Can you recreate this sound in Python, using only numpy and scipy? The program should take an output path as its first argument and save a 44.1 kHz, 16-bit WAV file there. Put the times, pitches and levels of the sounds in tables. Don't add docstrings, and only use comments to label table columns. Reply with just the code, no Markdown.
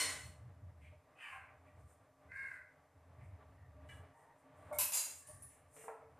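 import sys
import numpy as np
from scipy import signal
from scipy.fft import rfft, irfft
from scipy.io import wavfile
from scipy.ndimage import uniform_filter1d

SR = 44100
rng = np.random.default_rng(int(sys.argv[2]) if len(sys.argv) > 2 else 0)


def master(y):
    cut = np.clip(np.atleast_2d(y).T, -1, 1)
    pcm = np.round(cut * 32767)
    wavfile.write(sys.argv[1], SR, pcm.astype(np.int16))


def to_linear_factor(level_db):
    exponent = np.asarray(level_db, float) / 20
    return 10 ** exponent


N = 273002

# f/Hz, level/dB per Hz
CRACK = [(180, -44.5), (300, -22), (353, -23.5), (573, -7.5), (1010, -7.5), (1250, -7.5), (2590, -4),
         (3630, -7.5), (9610, 4), (14400, -6)]
# f/Hz, level/dB per Hz
DULL_CRACK = [(360, -24.5), (450, -2.5), (700, 9), (1300, -6), (2400, -18), (3200, -37.5)]


def strike(hits, modes, damped_s, crack):
    out, t = np.zeros(N), np.arange(SR // 2) / SR
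    for s, blow_db, chatter_s, crack_db in hits:
        fade = np.exp(-t[:SR // 5] / chatter_s)
        sound = np.zeros(len(t))
        for hz, db, t60 in modes:
            chosen = rng.random(len(fade)) < 400 / SR
            clicks = fade * chosen * rng.standard_normal(len(fade)) * 1.027
            clicks[0] = 1
            push = abs(clicks @ np.exp(2j * np.pi * hz * t[:len(fade)]))
            clicks /= np.sqrt(push + 0.22)
            longest = damped_s * min(1, 4000 / hz)
            swing_in = (1 - np.exp(-t * hz)) ** 2
            tone = np.sin(2 * np.pi * hz * t)
            twin = np.sin(2 * np.pi * hz * 1.006 * t) * 0.45
            ring = to_linear_factor(db - 0.5 - 60 * t / min(t60, longest)) * swing_in * (tone + twin)
            sound += signal.fftconvolve(clicks, ring)[:len(t)]
        sound[:len(fade)] += to_linear_factor(crack_db) * fade * coloured(crack, len(fade))
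        start = round(s * SR)
        out[start:start + len(t)] += to_linear_factor(blow_db) * sound[:N - start]
    return out


def pot_clinks():
    # t/s, blow level/dB, chatter time/s, crack level/dB
    pot_hits = [
        (0.0, -41.5, 0.0093, 4),
        (.008, -44, 0.033, 7),
        (.031, -50, 0.0067, 8),
        (.043, -50.5, .02, 4),
        (.09, -59, 0.056, 10),
    ]
    thump_hits = [
        (.004, -61.5, 0.038, -43),
    ]
    lift_hits = [
        (3.889, -59, 0.036, -11),
    ]
    # f/Hz, level/dB, time to fall 60 dB/s
    pot_modes = [(1044.5, -7.5, 0.2), (1935, -5.5, 0.2), (2036, -1, .3), (2220, -11, 0.14), (2970, -4, .3),
                 (3890, -15.5, 0.23), (4146, -12.5, .25), (4275, -2, .25), (5330, -4.5, .3), (5814, -7, .3),
                 (6030, -12.5, .3), (6807, -8, .3), (7240, -8, .3), (8280, -6.5, .3), (8680, -3, .3),
                 (9130, -2, .3), (9390, -8, .3), (1515, -10, 0.17)]
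    thump_modes = [(270.4, -3, 0.21), (316, -16.5, 0.092), (470, 4, 0.22), (626, -4.5, 0.033),
                   (743, -4, 0.033)]
    lift_modes = [(1288, -10, 0.083), (1642, -0.5, 0.059), (1755, -4.5, 0.11), (1990, 0, 0.102),
                  (2300, -2, 0.048), (2918, -3, .2), (3410, -14.5, 0.053)]
    # f/Hz, level/dB per Hz
    rim_crack = [(180, -45), (300, -12), (832, -14), (1010, -9), (2030, -6.5), (3630, -10), (4140, -7),
                 (4860, -14), (9000, -6), (14400, -24)]
    clinks = strike(pot_hits, pot_modes, .12, rim_crack)
    thump = strike(thump_hits, thump_modes, .2, DULL_CRACK)
    lift = strike(lift_hits, lift_modes, 0.063, rim_crack)
    return clinks + thump + lift


def resting():
    # t/s, blow level/dB, chatter time/s, crack level/dB
    rest_hits = [
        (4.703, -54, 0.002, -5),
        (4.711, -37, 0.002, -18),
        (4.724, -54, .03, 6.5),
        (4.757, -42, .002, -13),
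    ]
    slide_hits = [
        (4.727, -56.5, 0.067, -10.5),
        (4.745, -57, 0.046, -8.5),
    ]
    # f/Hz, level/dB, time to fall 60 dB/s
    rest_modes = [(594.6, -4, 0.37), (566.6, -13.5, 0.04), (915, -14, 0.15), (1142, -16.5, 0.11),
                  (1443, -22.5, .1)]
    slide_modes = [(2190, -2, 0.2), (1380, -8.5, 0.13), (3640, -22.5, .25), (7610, -10.5, 0.11),
                   (8805, -5.5, 0.15), (9950, -10.5, .1), (11700, -13, 0.1), (12030, -12.5, .1)]
    touches = strike(rest_hits, rest_modes, .45, DULL_CRACK)
    soft = signal.sosfilt(signal.butter(4, 1700, fs=SR, output="sos"), touches)
    return soft + strike(slide_hits, slide_modes, 0.24, CRACK)


def stone_clatter():
    # t/s, blow level/dB, chatter time/s, crack level/dB
    drop_hits = [
        (4.786, -38, 0.034, 1),
        (4.806, -43, 0.027, 4),
        (4.826, -45.5, 0.041, -3),
        (4.88, -54.5, 0.032, -5),
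    ]
    rock_hits = [
        (4.921, -44.5, 0.082, 0.0051),
        (4.934, -41.5, 0.051, 0.004),
        (4.95, -43.5, 0.047, 0),
        (4.972, -40.5, 0.012, 0.0026),
    ]
    # f/Hz, level/dB, time to fall 60 dB/s
    drop_modes = [(1008.5, -6.5, .3), (2580, -10, .2), (2770, -16.5, 0.084), (3964.5, -19, 0.13),
                  (5280, -16, .3), (7160, -17.5, .2), (7680, -9, .3), (8800, -5, .3), (9270, -3, .3),
                  (9840, -2, .3), (9950, 4.5, .4), (10240, -6.5, .3), (11460, -1.5, .3), (12100, 4.5, .3),
                  (12200, -7, .2), (13600, -9, .2)]
    rock_modes = [(891, -15.5, 0.044), (2120, -23.5, 0.12), (2706, -17, .25), (4056, -17, 0.074),
                  (4870, -12, 0.13), (6728, -2, .3), (6920, -15.5, .3), (7400, -2, .3), (7700, -11.5, .3),
                  (8700, -11.5, .2), (9020, -7.5, .2), (9260, -3, .2), (9520, -9.5, .2), (10500, -4, .2),
                  (11400, -9.5, .2), (12300, -7.5, .2), (12500, -3.5, .2), (13300, -11, .2)]
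    return strike(drop_hits, drop_modes, 0.075, CRACK) + strike(rock_hits, rock_modes, 0.098, CRACK)


def small_ticks():
    # t/s, blow level/dB, chatter time/s, crack level/dB
    tick_hits = [
        (5.272, -56.5, 0.048, -8),
    ]
    tink_hits = [
        (5.423, -50.5, 0.027, -19),
        (5.74, -64, 0.0077, -18.5),
    ]
    scuff_hits = [
        (5.5, -81.5, 0.14, 4.5),
        (5.765, -70.5, 0.07, 2.2),
    ]
    # f/Hz, level/dB, time to fall 60 dB/s
    tick_modes = [(9390, 0, .1), (9600, 6.5, .1), (9100, 1, .1), (8800, -19, .1), (11000, -10, .1)]
    tink_modes = [(10160, 2, .3), (10350, -7, .2), (10090, -9, .2), (9800, -4, .2), (13890, -14, .1)]
    scuff_modes = [(2770, -7, .1), (1940, 0.5, 0.088)]
    # f/Hz, level/dB per Hz
    scuff_crack = [(1600, 6.5), (2400, 8), (3400, -5), (4500, -12)]
    tick = strike(tick_hits, tick_modes, 0.027, CRACK)
    tinks = strike(tink_hits, tink_modes, 0.067, CRACK)
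    return tick + tinks + strike(scuff_hits, scuff_modes, .1, scuff_crack)


def hollow_knocks():
    # t/s, blow level/dB, chatter time/s, crack level/dB
    knock_hits = [
        (5.762, -60.5, 0.017, -8.5),
        (5.84, -57, 0.00365, 1),
        (5.881, -50, 0.011, 8),
        (5.905, -66, 0.015, -5),
        (6.018, -60, 0.011, -18),
    ]
    blip_hits = [
        (.924, -58.5, 0.0058, -15.5),
        (4.134, -70.5, 0.0089, -9),
        (5.28, -59.5, 0.026, -10),
    ]
    # f/Hz, level/dB, time to fall 60 dB/s
    knock_modes = [(446.7, -0.5, 0.4), (588, -1.5, 0.056), (640, -1, 0.058), (822, -18, 0.04),
                   (1125, 3.5, 0.0155), (1340, -5.5, 0.05), (1716, -15, 0.045), (2200, -14.5, 0.036),
                   (2605, -21, 0.036)]
    blip_modes = [(604, -1.4, 0.12), (926, -2, 0.022)]
    knocks = strike(knock_hits, knock_modes, 0.44, DULL_CRACK) + strike(blip_hits, blip_modes, 0.089, DULL_CRACK)
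    return signal.sosfilt(signal.butter(4, 3000, fs=SR, output="sos"), knocks)


def crows():
    # t/s, level/dB, pitch f/Hz, throat scale (1 = usual)
    near_path = [
        (2.285, -66, 498, 0.96),
        (2.32, -53.5, 517, 1),
        (2.34, -55, 525.2, 1.0),
        (2.385, -48.5, 549.4, 1.01),
        (2.42, -50.5, 546, 1.02),
        (2.46, -53, 523.6, .99),
        (2.52, -53, 502.7, 0.98),
        (2.58, -63, 480.5, 0.96),
    ]
    hoarse_path = [
        (1.15, -72, 646, 1.07),
        (1.21, -51.5, 625, 1.14),
        (1.24, -51.5, 600, 1.09),
        (1.29, -52, 559, 1.06),
        (1.315, -60, 560.4, 1.03),
        (1.33, -55, 548.7, .99),
        (1.4, -66, 527, 0.95),
        (1.52, -72, 495.5, 0.93),
    ]
    # t/s, hold time/s, level/dB, throat scale
    far_calls = [
        (0.82, 0.06, -70.5, 0.88),
        (1.665, 0.017, -72.5, 0.945),
        (3.2, 0.043, -72.5, 0.93),
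        (3.556, 0.087, -76, 0.96),
        (4.139, 0.17, -69.5, 1.0),
        (5.211, 0.24, -75, 0.97),
    ]
    # f/Hz, width/Hz, level/dB
    near_throat = [(1090, 520, -16), (1630, 390, 7.5), (2097, 455, 3.5), (2570, 460, -27),
                   (4000, 2100, -27)]
    hoarse_throat = [(780, 216, 3), (1080, 610, -3), (1640, 720, -2.5), (2380, 480, -0.5), (2830, 500, -23),
                     (4350, 670, -29.5)]
    far_throats = [
        [(2520, 860, -2), (3740, 490, -20)],
        [(2038, 150, 1.85), (2495, 660, -4)],
        [(1930, 200, 0), (2350, 590, 0)],
        [(1800, 230, -11), (1940, 250, -1)],
        [(900, 200, 0), (1870, 210, -8.5)],
        [(1860, 360, 2), (1182, 87, 8.5)],
    ]
    # t/s, swell level/dB
    near_bursts = [(2.304, 2.5), (2.319, 13), (2.342, 6), (2.363, 10), (2.372, 11), (2.393, 10.5),
                   (2.411, 8), (2.428, 7), (2.441, 14.5), (2.461, 7.5), (2.474, 7), (2.487, 10),
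                   (2.505, -1), (2.517, 14), (2.54, 8), (2.547, -6), (2.56, 16)]
    hoarse_bursts = [(1.19, 5.5), (1.212, 4.2), (1.23, 5), (1.245, 6.5), (1.254, 6.6), (1.273, 7),
                     (1.288, 8.7), (1.302, 5), (1.328, 7.1), (1.336, 5.16), (1.349, 4.4), (1.361, 9),
                     (1.379, 5.5), (1.4, 3.9), (1.422, 6), (1.455, 5.2), (1.5, 5)]
    near = caw(near_path, near_throat, near_bursts, rough=.4)
    hoarse = caw(hoarse_path, hoarse_throat, hoarse_bursts, rough=.58)
    far = sum(caw(far_caw(*call), throat, [], rough=0.87) for call, throat in zip(far_calls, far_throats))
    return near + hoarse + far


def caw(rows, throat, bursts, rough):
    s, level_db, pitch_hz, scale = np.transpose(rows)
    t = np.arange(s[0], s[-1], 1 / SR)
    stretch = np.interp(t, s, scale)
    clock = np.cumsum(stretch)
    even = np.arange(int(clock[-1]))
    jitter = 1 + 0.056 * rough * drift(150, size=len(even))
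    pitch = np.interp(even, clock, np.interp(t, s, pitch_hz) / stretch) * jitter
    phase = np.cumsum(pitch / SR)
    pulses = rms_one(np.diff(np.floor(phase), prepend=0))
    breath = rng.standard_normal(len(even)) * (phase % 1 < .5)
    source = (1 - rough) * pulses + rough * breath
    voice = np.interp(clock, even, resonate(source, throat))
    chest = signal.sosfiltfilt(signal.butter(2, 1900, fs=SR, output="sos"), voice)
    voice = voice - chest * np.clip(10.4 * (stretch - 1), 0, .8)
    edges = np.minimum(1, np.minimum(t - s[0], s[-1] - t) / 0.0046)
    out, start = np.zeros(N), round(s[0] * SR)
    out[start:start + len(t)] = rms_one(voice * throbs(bursts, t)) * to_linear_factor(np.interp(t, s, level_db)) * edges
    return out


def throbs(rows, t):
    width_s = 0.0029
    return to_linear_factor(sum(db * np.exp(-((t - s) / width_s) ** 2) for s, db in rows))


def far_caw(s, hold_s, db, scale):
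    pitch_hz, attack_s, release_s, edge_db, sag = 600, .03, .06, -33, 0.046
    end = s + hold_s
    return [(s - attack_s, db + edge_db, pitch_hz, scale),
            (s, db, pitch_hz, scale),
            (end, db, pitch_hz, scale),
            (end + release_s, db + edge_db, pitch_hz, scale - sag)]


def kitchen(x):
    # f/Hz, time to fall 60 dB/s
    echo_times = [(200, 0.15), (1000, 0.63), (4000, 0.48), (9000, 0.47), (14000, 0.3)]
    t = np.arange(SR) / SR
    edges = 150 * 2.0 ** np.arange(8)
    edges[-1] = .45 * SR
    tail = 0
    for low, high in zip(edges, edges[1:]):
        octave = signal.butter(2, [low, high], "band", fs=SR, output="sos")
        dying = to_linear_factor(-60 * t / at_hz(echo_times, np.sqrt(low * high)))
        tail = tail + signal.sosfilt(octave, rng.standard_normal((2, SR))) * dying
    tail = rms_one(tail * np.minimum(1, t / 0.0014)) / np.sqrt(SR)
    return signal.fftconvolve(x[None], tail, axes=1)[:, :N]


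def shut_gate(x):
    open_db, depth_db = -72, -6.5
    level_db = 10 * np.log10(uniform_filter1d(x ** 2, size=SR // 30) + 1e-12)
    return x * to_linear_factor(depth_db / (2 + np.exp((level_db - open_db) / 3.0)))


def rumble():
    # f/Hz, width/Hz, level/dB
    engine_modes = [(84, 22, 8), (123, 36, -3), (163.1, 60, -14.5), (58.35, 17, -15), (35.66, 48, -23),
                    (203, 45, -18), (290, 160, -24)]
    # t/s, hold time/s, level/dB
    surges = [(0.0, 0.14, -59.5), (.26, 0.026, -51.5), (.42, 0.082, -54), (.63, 0.054, -53.5),
              (.76, 0.17, -59.5), (1.38, 0.012, -63.5), (1.5, 0.36, -69), (1.77, 0.087, -60),
              (2.02, 0.007, -70), (2.1, 0.0084, -76), (2.3, 0.026, -61.5), (2.43, 0.018, -65),
              (2.58, 0.0085, -67.5), (2.79, .01, -76), (2.98, .01, -65), (3.09, 0.0236, -62.5),
              (3.2, 0.14, -54.5), (3.5, 0.0084, -57.5), (3.62, 0.36, -59.5), (3.9, 0.11, -58),
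              (4.6, 0.2, -62.5), (4.82, 0.0123, -66), (5.16, 0.0066, -72.5), (5.33, 0.11, -59.5),
              (5.62, 0.064, -69), (6.06, 0.0033, -66.5), (6.16, 0.0069, -64.5)]
    drone = rms_one(resonate(rng.standard_normal(N), engine_modes))
    slow = np.sqrt(uniform_filter1d(drone ** 2, size=SR // 14) + 1.0)
    gain = np.hypot(swells(surges, rise_db_s=217.5, fall_db_s=150), to_linear_factor(-83))
    return gain * rms_one(drone / slow)


def street_air():
    # t/s, level/dB
    street = [(0, -58.5), (.3, -66.5), (.42, -71), (1.35, -73), (1.62, -70), (2.1, -72), (3.0, -70),
              (3.45, -68.5), (3.92, -67), (4.05, -68.5), (4.5, -71), (4.68, -63.5), (5.15, -72),
              (5.3, -71.5), (5.7, -71), (6.19, -72.5)]
    # f/Hz, level/dB per Hz
    air_spectrum = [(88, -17.5), (150, -2), (220, -24), (274, -4), (378, -20.5), (413, -7.5), (522, -9.5),
                    (623, -5), (953, -10.5), (1170, -12), (1370, -15.5), (1900, -17), (5000, -42),
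                    (6500, -61), (11000, -120)]
    # f/Hz, width/Hz, level/dB
    hums = [(268.5, 16, -10), (485, 21, -18), (607.5, 21, -5.5), (1159, 38, -13.5)]
    s, db = np.transpose(street)
    air_db = np.interp(np.arange(N) / SR, s, db)
    drones = resonate(rng.standard_normal(N), hums) * to_linear_factor(29.5 + 2.5 * drift(8))
    return to_linear_factor(air_db + 2.1 * drift(6.3)) * (coloured(air_spectrum, N) + drones)


def gated_hiss():
    # t/s, hold time/s, hiss level/dB
    openings = [(0.0, 0.28, -66.5), (.83, 0.042, -85), (1.22, 0.14, -73.5), (1.67, .01, -90),
                (1.8, 0.014, -84), (1.9, 0.024, -76.5), (2.21, .01, -94), (2.36, 0.19, -76.5),
                (3.24, 0.0091, -84), (3.5, .01, -95), (3.91, 0.059, -75.5), (4.18, 0.049, -82),
                (4.39, .01, -84), (4.58, 0.23, -82.5), (4.8, 0.4, -61.5), (5.27, 0.092, -70.5),
                (5.42, 0.13, -71), (5.765, 0.089, -63), (5.88, 0.037, -86), (6.16, .01, -90.5)]
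    # f/Hz, level/dB per Hz
    open_hiss = [(3500, -20.5), (4500, -23), (5600, -13), (6700, -7), (8700, 2), (10000, -3),
                 (11500, -10.5), (13700, -10.5), (14400, -18.5)]
    # f/Hz, level/dB per Hz
    leak_hiss = [(2060, -34), (3500, 0), (4410, -2.5), (4680, -1), (10800, -1.5), (13700, -7),
                 (14400, -4.5)]
    gate = swells(openings, rise_db_s=317, fall_db_s=179)
    return [gate * coloured(open_hiss, N) + to_linear_factor(-87.5) * coloured(leak_hiss, N) for _ in range(2)]


def background():
    mid, side = gated_hiss()
    wander = to_linear_factor(-92) * coloured([(15, -2.0), (45, -6.5)], N)
    return rumble() + wander + street_air() + mid, side


def swells(rows, rise_db_s, fall_db_s):
    t = np.arange(N) / SR
    power = 0
    for s, hold_s, db in rows:
        early, late = np.maximum(s - t, 0), np.maximum(t - s - hold_s, 0)
        power = power + to_linear_factor(db - rise_db_s * early - fall_db_s * late) ** 2
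    return np.sqrt(power)


def rms_one(x):
    return x / np.sqrt(np.mean(x ** 2) + 1e-20)


def at_hz(points, hz):
    f, value = np.transpose(points)
    return np.interp(np.log(hz), np.log(f), value)


def drift(rate, size=N):
    r = np.exp(-2 * np.pi * rate / SR)
    noise = rng.standard_normal(size + 20000)
    return rms_one(signal.lfilter([1], [1, -2 * r, r * r], noise)[20000:])


def coloured(spectrum, size):
    hz = np.maximum(np.fft.rfftfreq(size, 1 / SR), 1)
    inside = (hz > spectrum[0][0]) & (hz < spectrum[-1][0])
    return rms_one(irfft(rfft(rng.standard_normal(size)) * to_linear_factor(at_hz(spectrum, hz)) * inside, size))


def resonate(x, peaks):
    out = 0
    for k, (hz, width, db) in enumerate(peaks):
        r = np.exp(-np.pi * width / SR)
        top = [(1 - r * r) / 2, 0, (r * r - 1) / 2]
        bottom = [1, -2 * r * np.cos(2 * np.pi * hz / SR), r * r]
        y = signal.lfilter(top, bottom, signal.lfilter(top, bottom, x))
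        out = out + (-1) ** k * to_linear_factor(db) * y
    return out


def scene():
    steel = pot_clinks() + stone_clatter() + small_ticks() + hollow_knocks()
    rest, birds = resting(), crows()
    echo, other = kitchen(to_linear_factor(-0.5) * birds + to_linear_factor(-1.0) * steel + to_linear_factor(-6.5) * rest)
    floor, hiss = background()
    mid = shut_gate(to_linear_factor(-1.5) * birds + steel + rest + echo) + floor
    apart = shut_gate(other) * to_linear_factor(-8.5) + to_linear_factor(-4.5) * hiss
    side = signal.sosfilt(signal.butter(4, [5530, 12000], "band", fs=SR, output="sos"), apart)
    return np.array([mid + side, mid - side])


def top_cut(x):
    return signal.sosfilt(signal.butter(12, 14760, fs=SR, output="sos"), x)


def record(dry):
    dull = signal.sosfilt(signal.ellip(10, .3, 45, 14300, fs=SR, output="sos"), dry)
    return top_cut(dull)


dry = scene()
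out = record(dry)
master(out)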